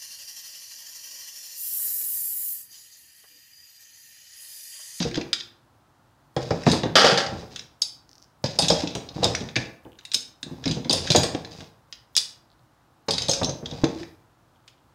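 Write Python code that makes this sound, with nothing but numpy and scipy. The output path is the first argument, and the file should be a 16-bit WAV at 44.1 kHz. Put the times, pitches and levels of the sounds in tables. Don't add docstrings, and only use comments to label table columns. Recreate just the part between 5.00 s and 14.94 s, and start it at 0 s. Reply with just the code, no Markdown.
import sys
import numpy as np
from scipy import signal
from scipy.fft import rfft, irfft
from scipy.io import wavfile
from scipy.ndimage import uniform_filter1d, map_coordinates

SR = 44100
rng = np.random.default_rng(int(sys.argv[2]) if len(sys.argv) > 2 else 0)


def generate_wav(signal):
    frames = np.transpose(np.atleast_2d(signal))
    scaled = np.clip(frames, -1, 1) * 32767
    pcm = np.round(scaled).astype(np.int16)
    wavfile.write(sys.argv[1], SR, pcm)


N = 438354
T = np.arange(SR // 2) / SR

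# frequency in Hz, relative level in dB.
STEEL_TONE = [(500, -25), (1100, -16.5), (1700, -7), (2200, -10), (3000, -9), (3600, -4), (4400, -7.5),
              (5050, -3), (5800, -8.5), (6700, -8), (7700, -12), (10500, -20), (12000, -24.5),
              (15500, -29.5)]
WOOD_TONE = [(25, -31), (48, -2.5), (90, 1), (135, -1.5), (200, -4.5), (300, -5.5), (390, -7.5), (520, -5),
             (780, -8.5), (1000, -14.5), (1300, -22.5), (2500, -31), (6000, -70.5)]
# frequency in Hz, width in Hz, boost in dB.
CLAMP_RESONANCES = [(2560, 550, 7), (3460, 63, 10.5), (3860, 160, 12), (4160, 170, 5.5), (4700, 130, -1),
                    (4860, 340, 6), (5170, 43, -2), (6300, 56, 9), (7410, 200, 0.5), (8300, 120, 13),
                    (9400, 200, 6), (10650, 410, 11.5), (12980, 280, 10), (15100, 300, 5)]
RACK_RESONANCES = [(143, 12, 2), (164.1, 14, 4.5), (256, 44, 3.5), (344, 33, 2.5), (471, 38, 5),
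                   (556, 15, 0.5), (653.4, 17, 3), (772, 18, 1.5)]


def amp(db):
    return 10 ** (np.asarray(db) / 20)


def unit(x):
    return x / np.sqrt(np.mean(x ** 2) + 1e-20)


def unit_peak(x, size):
    return x / np.sqrt(uniform_filter1d(x * x, size, mode="constant").max())


def along(points, hz):
    freqs, values = np.transpose(points)
    return np.interp(np.log(hz + 1), np.log(freqs + 1), values)


def bump(hz, centre, width):
    return np.exp(-(2 * (hz - centre) / width) ** 2)


def peaks(resonances, hz, scatter_db, detune):
    centre, width, db = np.transpose(resonances)[:, :, None]
    size, shift = rng.standard_normal((2, *db.shape))
    distance = 2 * (hz - centre * (1 + detune * shift)) / width
    return np.sum((db + scatter_db * size) / (1 + distance ** 2), axis=0)


def colour(x, db_of_hz):
    size = 4096
    cepstrum = irfft(np.log(amp(db_of_hz(np.fft.rfftfreq(size, 1 / SR))) + 1e-6))
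    cepstrum[1:size // 2] *= 2
    cepstrum[size // 2 + 1:] = 0
    response = irfft(np.exp(rfft(cepstrum)))
    return signal.fftconvolve(x, response)[:len(x)]


def fade(t60):
    return np.exp(-np.log(1000) * T / np.maximum(t60, 1e-3))


def push_gain(start, length, attack_s, sag_db_per_s, release_db_per_s):
    t = np.maximum(np.arange(N) / SR - start, 0)
    drop_db = sag_db_per_s * t + release_db_per_s * np.maximum(t - length, 0)
    return np.minimum(t / attack_s, 1) * amp(-drop_db)


def grains(rate, spread_db):
    clicks = (rng.random(N) < rate / SR) * rng.choice([-1, 1], N)
    return clicks * amp(spread_db * np.clip(rng.standard_normal(N), -2, 2))


def add(track, start, x):
    part = track[max(round(start * SR), 0):][:len(x)]
    part += x[:len(part)]


def in_room(x, wet_db):
    # frequency in Hz, fade time in seconds.
    fade_times = [(60, 0.29), (200, 0.57), (530, 0.54), (1400, 0.52), (3700, 0.34), (7000, 0.34),
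                  (14000, 0.29)]
    hz, t, noise = signal.stft(rng.standard_normal(len(T) * 3 // 2), SR, nperseg=256)
    decay = np.exp(-np.log(1000) * t / along(fade_times, hz)[:, None])
    tail = signal.istft(noise * decay, SR, nperseg=256)[1]
    tail *= 1 - np.exp(-np.arange(len(tail)) / SR / 0.001)
    response = amp(wet_db) * tail / np.linalg.norm(tail)
    response[0] = 1
    return signal.fftconvolve(x, response)


def workshop_air():
    # frequency in Hz, relative level in dB.
    air_tone = [(15, -55.5), (25, -32), (48, -8), (80, -11.5), (114, -2.5), (200, -15.5), (236, -12.5),
                (326, -12.5), (416, -20), (531, -17), (863, -14.5), (1370, -18.5), (2280, -30.5),
                (3820, -30.5), (16000, -39)]
    return amp(-60.5) * unit(colour(rng.standard_normal(N), lambda f: along(air_tone, f)))


def screw_ticks():
    # start and end in seconds, relative level in dB, ticks a second, pitch in Hz.
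    carries = [(3.083, 3.26, -31.5, 70, 5450), (4.845, 5.04, -34, 35, 3000), (7.465, 7.71, -41.5, 24, 4120),
               (9.55, 9.85, -47.5, 60, 3200)]
    out = np.zeros(N)
    for start, end, db, rate, hz in carries:
        clicks = grains(rate, spread_db=3.0)[:round((end - start) * SR)]
        ticks = colour(np.pad(clicks, (0, 2048)), lambda f: 24 * (bump(f, hz, width=.7 * hz) - 1))
        add(out, start, amp(db + 11.5) * ticks)
    return in_room(out, wet_db=-8.0)[:N]


def ringing_clamps():
    # start in seconds, level in dB, pitch in Hz, fade time in seconds.
    rings = [(.052, -21.5, 470, 0.13), (.112, -32.5, 344, 0.66), (.177, -12.5, 349, 0.046),
             (2.817, -28, 6500, .13), (3.588, -23, 5030, 0.31), (4.244, -19, 3700, 0.13),
             (5.897, -26, 4930, .2), (6.152, -45, 135, 0.076), (6.349, -17.5, 330, 0.033),
             (8.447, -29.5, 6270, 0.32), (8.835, -22, 463, 0.31), (8.836, -12, 269, 0.087),
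             (8.837, -12.5, 326, 0.16), (8.959, -28, 324, 0.16), (9.01, -26.5, 338, 0.13)]
    out = np.zeros(N)
    for start, db, hz, t60 in rings:
        note = fade(t60) * np.sin(2 * np.pi * hz * T)
        add(out, start, in_room(amp(db) * note, wet_db=-15.0))
    return out


def uneven_grip(depth_db, changes_per_s):
    grips = rng.standard_normal(int(N * changes_per_s / SR) + 4)
    smooth_grip = map_coordinates(grips, [np.arange(N) * changes_per_s / SR])
    return unit(amp(depth_db * np.clip(smooth_grip, -2, 2)))


def rubbing_bars():
    # start and length in seconds, relative levels of the wood and the steel in dB.
    pushes = [(-.01, 0.038, -30.5, -23), (.13, 0.048, -30, -34.5), (1.38, 0.28, -34, -37.5),
              (1.653, 0.071, -25.5, -19.5), (2.258, 0.18, -31, -39.5), (2.497, 0.12, -47, -44),
              (3.444, 0.16, -41, -36.5), (3.594, 0.22, -29, -24.5), (3.856, 0.4, -38.5, -52.5),
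              (4.135, .33, -31, -36), (4.224, .03, -23, -28), (4.554, 0.072, -33, -35),
              (5.442, 0.17, -38.5, -51), (5.622, 0.058, -26.5, -38), (5.74, .14, -38.5, -50),
              (5.91, .17, -28, -29.5), (6.153, 0.027, -18.5, -25), (6.26, .22, -36, -43.5),
              (6.5, .13, -37, -41), (8.102, 0.44, -31, -37), (8.641, 0.31, -34, -40.5),
              (8.97, 0.048, -37, -40.5)]
    wood_gain, steel_gain = np.zeros((2, N))
    for start, length, wood_db, steel_db in pushes:
        push = push_gain(start, length, attack_s=0.033, sag_db_per_s=11.5, release_db_per_s=189)
        wood_gain += amp(wood_db - 7) * push
        steel_gain += amp(steel_db - 8.5) * push
    lightness = [(55, -3), (120, 1.5), (500, -4), (1200, -1)]
    softness = [(1200, -0.5), (3500, 1.5), (6000, 3), (9000, -9)]
    grumble = colour(grains(rate=230, spread_db=2),
                     lambda f: along(WOOD_TONE, f) + along(lightness, f)
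                     + peaks(RACK_RESONANCES, f, scatter_db=-0.5, detune=0))
    rasp = colour(grains(rate=900, spread_db=2),
                  lambda f: along(STEEL_TONE, f) + along(softness, f)
                  + .5 * peaks(CLAMP_RESONANCES, f, scatter_db=-3.5, detune=0))
    steel_gain *= uneven_grip(depth_db=2.5, changes_per_s=45)
    return in_room(wood_gain * unit(grumble) + steel_gain * unit(rasp), wet_db=-8)[:N]


def sliding_jaw():
    # start and length in seconds, relative level in dB.
    runs = [(1.954, 0.071, -14.5), (2.043, .08, -19.5), (2.174, 0.012, -21.5)]
    # frequency in Hz, relative level in dB.
    chatter_tone = [(120, -40.5), (200, -12.5), (358, -13), (554, -9), (653, -12.5), (798, -6.5),
                    (957, -14.5), (1380, -7.5), (1540, -8), (1680, -7.5), (2750, -14.5), (3240, -11.5),
                    (3890, -14.5), (5010, -12), (15500, -58)]
    # frequency in Hz, width in Hz, boost in dB.
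    jaw_resonances = [(460, 27, 5), (555, 29, 8), (660, 40, 5.5), (785, 40, 3.5), (1280, 61, -1),
                      (1294, 35, 4), (1390, 45.6, 6), (1653, 41, 4), (1607, 40, 5.5), (1850, 45, 4.5),
                      (2590, 50, 8), (2920, 60, 7), (3100, 50, 5.5), (3260, 90, 6.5), (3520, 34, 5.5),
                      (3900, 54, 4.5), (4800, 130, 7)]
    gain = np.zeros(N)
    for start, length, db in runs:
        gain += amp(db) * push_gain(start, length, attack_s=.004, sag_db_per_s=65.5, release_db_per_s=240)
    hits = colour(grains(rate=1100, spread_db=2.5),
                  lambda f: along(chatter_tone, f) + peaks(jaw_resonances, f, scatter_db=-0.5, detune=0))
    low = unit(colour(hits, lambda f: along([(1300, -1.5), (2600, -18.0)], f)))
    high = unit(colour(hits, lambda f: along([(900, -28.0), (2000, 2.5)], f)))
    return in_room(gain * (amp(-0.4) * low + amp(-0.06) * high), wet_db=-5.0)[:N]


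def knocking_bars():
    # start in seconds, relative level in dB, hollowness (the middle pitches) in dB,
    # most strongly boosted frequency in Hz.
    knocks = [(.002, -17, -12.5, 158), (.052, -21, -14.5, 362), (.175, -20, -6, 345),
              (1.364, -15.5, -2, 142), (1.506, -15, -0.5, 154), (1.665, -7.5, -1.5, 150),
              (1.677, -8.5, -13.5, 169.8), (1.729, -18, 2.5, 339.2), (1.833, -17, -4.5, 553),
              (1.853, -15, -11.5, 158), (1.958, -22, -0.5, 635.5), (2.04, -13, 4, 570),
              (2.12, -16, -8.5, 167.7), (2.319, -23.5, -10, 176.5), (3.439, -15.5, -5, 167),
              (3.586, -23, 7, 820), (3.62, -20, -19, 151), (3.7, -13, 2, 520), (3.717, -17, -3.5, 514),
              (3.833, -17, -9.5, 265), (3.951, -25.5, -4, 240), (4.157, -25, -17, 107),
              (4.187, -23.5, -30, 116), (4.226, -20, 4.5, 394), (4.248, -16, -4, 102),
              (4.407, -23, -16.5, 418), (4.561, -19.5, -7.5, 147), (4.852, -38, -2.5, 353),
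              (5.147, -36.5, -9, 235), (5.428, -36, -10, 262), (5.463, -31.5, -18, 110),
              (5.511, -26.5, -16, 159), (5.662, -15.5, -13.5, 269), (5.697, -17.5, -24, 110),
              (5.765, -22, -13.5, 174), (5.85, -25, -11, 302), (5.895, -19, -4, 330), (5.928, -24, 3, 526),
              (6.102, -13, -11, 130), (6.148, -9, -2, 574), (6.167, -13, -16.5, 143),
              (6.235, -24.5, 4.5, 550), (6.344, -23, -3.5, 305), (8.082, -22.5, 4, 427),
              (8.286, -17.5, 0, 570), (8.413, -21, 3, 136), (8.432, -19, -12, 168),
              (8.481, -23.5, -2.5, 144), (8.624, -27.5, -8, 136), (8.722, -26.5, -9.5, 140.2),
              (8.834, -17.5, 1.5, 327)]
    out = np.zeros(N)
    for start, db, hollow_db, hz in knocks:
        t60 = np.interp(db, [-22, -7], [.095, .045])
        push = rng.standard_normal(len(T)) * fade(t60)
        push *= 1 - fade(0.024)
        weight = [(30, -11.5), (70, -9.5), (130, 0), (340, 0), (520, hollow_db + 3.5)]

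        def tone_db(f):
            resonances = peaks(RACK_RESONANCES, f, scatter_db=1.5, detune=0.0081)
            favoured = 5 * bump(f, hz, width=hz / 2)
            return along(WOOD_TONE, f) + along(weight, f) + resonances + favoured

        thud = unit_peak(colour(push, tone_db), size=512)
        gain = amp(db - 6) * np.hypot(1, amp(hollow_db))
        add(out, start, in_room(gain * thud, wet_db=-6.5))
    return out


def clinking_jaws():
    # start in seconds, relative level in dB, clack (near 2 kHz) in dB,
    # sparkle (over 8 kHz) in dB, frequency in Hz that the striking point favours.
    clinks = [(.0024, -20, -17.5, -34.5, 4000), (0.0271, -17.5, -10.5, -44.5, 5940),
              (0.1128, -31, -2.5, -26.5, 2400), (0.1439, -22, -9, -39.5, 3220), (.156, -21, -7, -40, 3300),
              (0.1727, -23, -7.5, -44, 3360), (0.212, -24.5, -11, -39, 2540),
              (0.3302, -8, -13, -22.5, 3560), (.3384, -21.5, -9, -38, 3640), (.4015, -26, -17, -39, 4540),
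              (.4068, -23.5, -9, -51, 3650), (1.3647, -23.5, -3, -25, 3400),
              (1.507, -23.5, -6.5, -29.5, 5160), (1.635, -29, -0.5, -19.5, 5300),
              (1.6655, -16, 0, -26.5, 3900), (1.698, -17, -21.5, -23, 4800),
              (1.7155, -11.5, -24.5, -22.5, 4500), (1.8336, -19.5, -1, -39.5, 3760),
              (1.955, -6, -12, -28, 3150), (2.175, -12, -2.5, -27, 4650), (2.2632, -22.5, -6.5, -36, 4850),
              (2.5607, -22.5, -13, -27, 3200), (2.5934, -24.5, -10.5, -26, 5430),
              (2.819, -6, -30.5, -18, 4800), (3.441, -17, -8.5, -26, 4920), (3.459, -20, -19, -32.5, 4930),
              (3.5886, -6, -30.5, -21, 4860), (3.622, -13, -23, -19.5, 3560),
              (3.6836, -9.5, -42, -26.5, 6370), (3.7015, -6.5, -27, -27, 5140),
              (3.8732, -21, -18, -43, 3800), (3.9514, -20.5, -10.5, -19.5, 6200),
              (4.0887, -28, -22, -48, 3800), (4.233, -14.5, -28, -26, 3930), (4.2428, -7, -32.5, -21, 4850),
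              (4.3496, -13, -6.5, -29, 5850), (4.406, -32, -23, -38, 3280), (4.4883, -28, -8, -41, 3450),
              (4.5572, -15.5, -4, -39, 4940), (4.5628, -10.5, -0.5, -33.5, 2650),
              (4.988, -36.5, -5.5, -31.5, 3900), (5.0517, -27.5, -15.5, -17, 3840),
              (5.117, -20.5, -23, -27, 3870), (5.136, -21, -11.5, -13.5, 5040),
              (5.1441, -6.5, -25, -16.5, 5220), (5.4294, -20, -13, -22, 3900), (5.6397, -25, -8, -40, 3530),
              (5.6566, -17, -9.5, -36, 5150), (5.678, -17, -17, -28, 3800), (5.7114, -18.5, -30, -31, 2970),
              (5.8467, -30, -5, -33.5, 3550), (5.8955, -8.5, -32, -25.5, 4700),
              (5.908, -9.5, -25, -24, 3600), (5.9284, -9.5, -48, -15.5, 5070),
              (6.0733, -20.5, -6.5, -35, 3680), (6.103, -8, -24.5, -28, 4100), (6.118, -11, -15, -19, 4850),
              (6.1487, -11.5, -5.5, -30, 4600), (6.161, -5, -41.5, -20, 6730),
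              (6.2334, -12.5, -18, -20, 4540), (6.3481, -23.5, -8, -43, 3560),
              (6.448, -28.5, -8, -39, 4060), (6.6052, -33, -6, -29, 3630),
              (6.9257, -26, -15.5, -34.5, 2750), (7.1522, -22.5, -32.5, -28, 3600),
              (7.1655, -4.5, -21, -13.5, 5330), (7.1764, -6.5, -42.5, -23.5, 4700),
              (8.085, -17.5, -11, -28.5, 4930), (8.1076, -11.5, -34, -19, 4840),
              (8.136, -16, -33, -28, 5000), (8.1811, -13.5, -15.5, -26, 4700),
              (8.2203, -15.5, -29, -25, 5030), (8.2838, -14.5, -24, -21, 3920),
              (8.2943, -10.5, -32.5, -23.5, 6300), (8.3128, -12, -43, -20, 5340),
              (8.334, -14, -15.5, -25, 5800), (8.4317, -17.5, -22.5, -25, 3670),
              (8.4451, -12.5, -46, -29.5, 5670), (8.4941, -20, -36.5, -30, 6260),
              (8.6582, -21.5, -18, -39.5, 3580), (8.712, -27.5, -26, -45, 3600),
              (8.8412, -16, -15, -32, 3800), (9.031, -31, -4, -41, 2300), (9.6782, -38.5, -7, -20, 3000)]
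    seating_times = [(1.35, 2.25), (3.4, 4), (5.6, 6.3), (8.05, 8.37)]
    out = np.zeros(N)
    for start, db, clack_db, sparkle_db, hz in clinks:
        contact = rng.standard_normal(len(T)) * fade(0.032)
        rattle = amp(-22) * unit(grains(rate=1000, spread_db=-1.5)[:len(T)]) * fade(0.14)
        hardness = [(40, -21.5), (150, -2), (600, -1.5), (1900, clack_db + 13), (3200, -0.5), (6500, 0.5),
                    (8300, sparkle_db + 19.5), (9500, sparkle_db + 16), (11500, sparkle_db + 13)]
        firmness = np.interp(db, [-35, -10], [.35, .85])

        def tone_db(f):
            resonances = firmness * peaks(CLAMP_RESONANCES, f, scatter_db=4.5, detune=0.018)
            favoured = 11 * bump(f, hz, width=1000)
            return along(STEEL_TONE, f) + along(hardness, f) + np.maximum(resonances, favoured)

        blow = unit_peak(colour(contact + rattle, tone_db), size=128)
        pressed = any(begin < start < end for begin, end in seating_times)
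        add(out, start, in_room(amp(db - 6.5) * blow, wet_db=-2.5 if pressed else -7))
    return out


def noise_suppressor(x):
    shut_db, open_db, depth_db, treble_hz = -68, -48.5, 15.5, 7000
    level_db = 10 * np.log10(np.abs(uniform_filter1d(x * x, size=2048)) + 1e-12)
    treble = signal.sosfiltfilt(signal.butter(2, treble_hz, "high", fs=SR, output="sos"), x)
    treble_gain = amp(np.interp(level_db, [shut_db, open_db], [-depth_db, 0]))
    return x - treble * (1 - treble_gain)


def scene():
    blows = clinking_jaws() + knocking_bars() + ringing_clamps()
    return (blows + rubbing_bars() + sliding_jaw() + screw_ticks() + workshop_air())[None]


def record(dry):
    # frequency in Hz, relative level in dB.
    hiss_tone = [(3000, -39.5), (6000, -9), (9000, -2.5), (16000, -0.5)]
    hiss = amp(-70.5) * unit(colour(rng.standard_normal(N), lambda f: along(hiss_tone, f)))
    hushed = noise_suppressor(dry + hiss)
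    rounded = hushed / (1 + np.abs(hushed / .9) ** 4) ** (1 / 4)
    top_hz = 15700
    return signal.sosfilt(signal.ellip(10, .1, 80, top_hz, fs=SR, output="sos"), rounded)


dry = scene()
out = record(dry)
generate_wav(out)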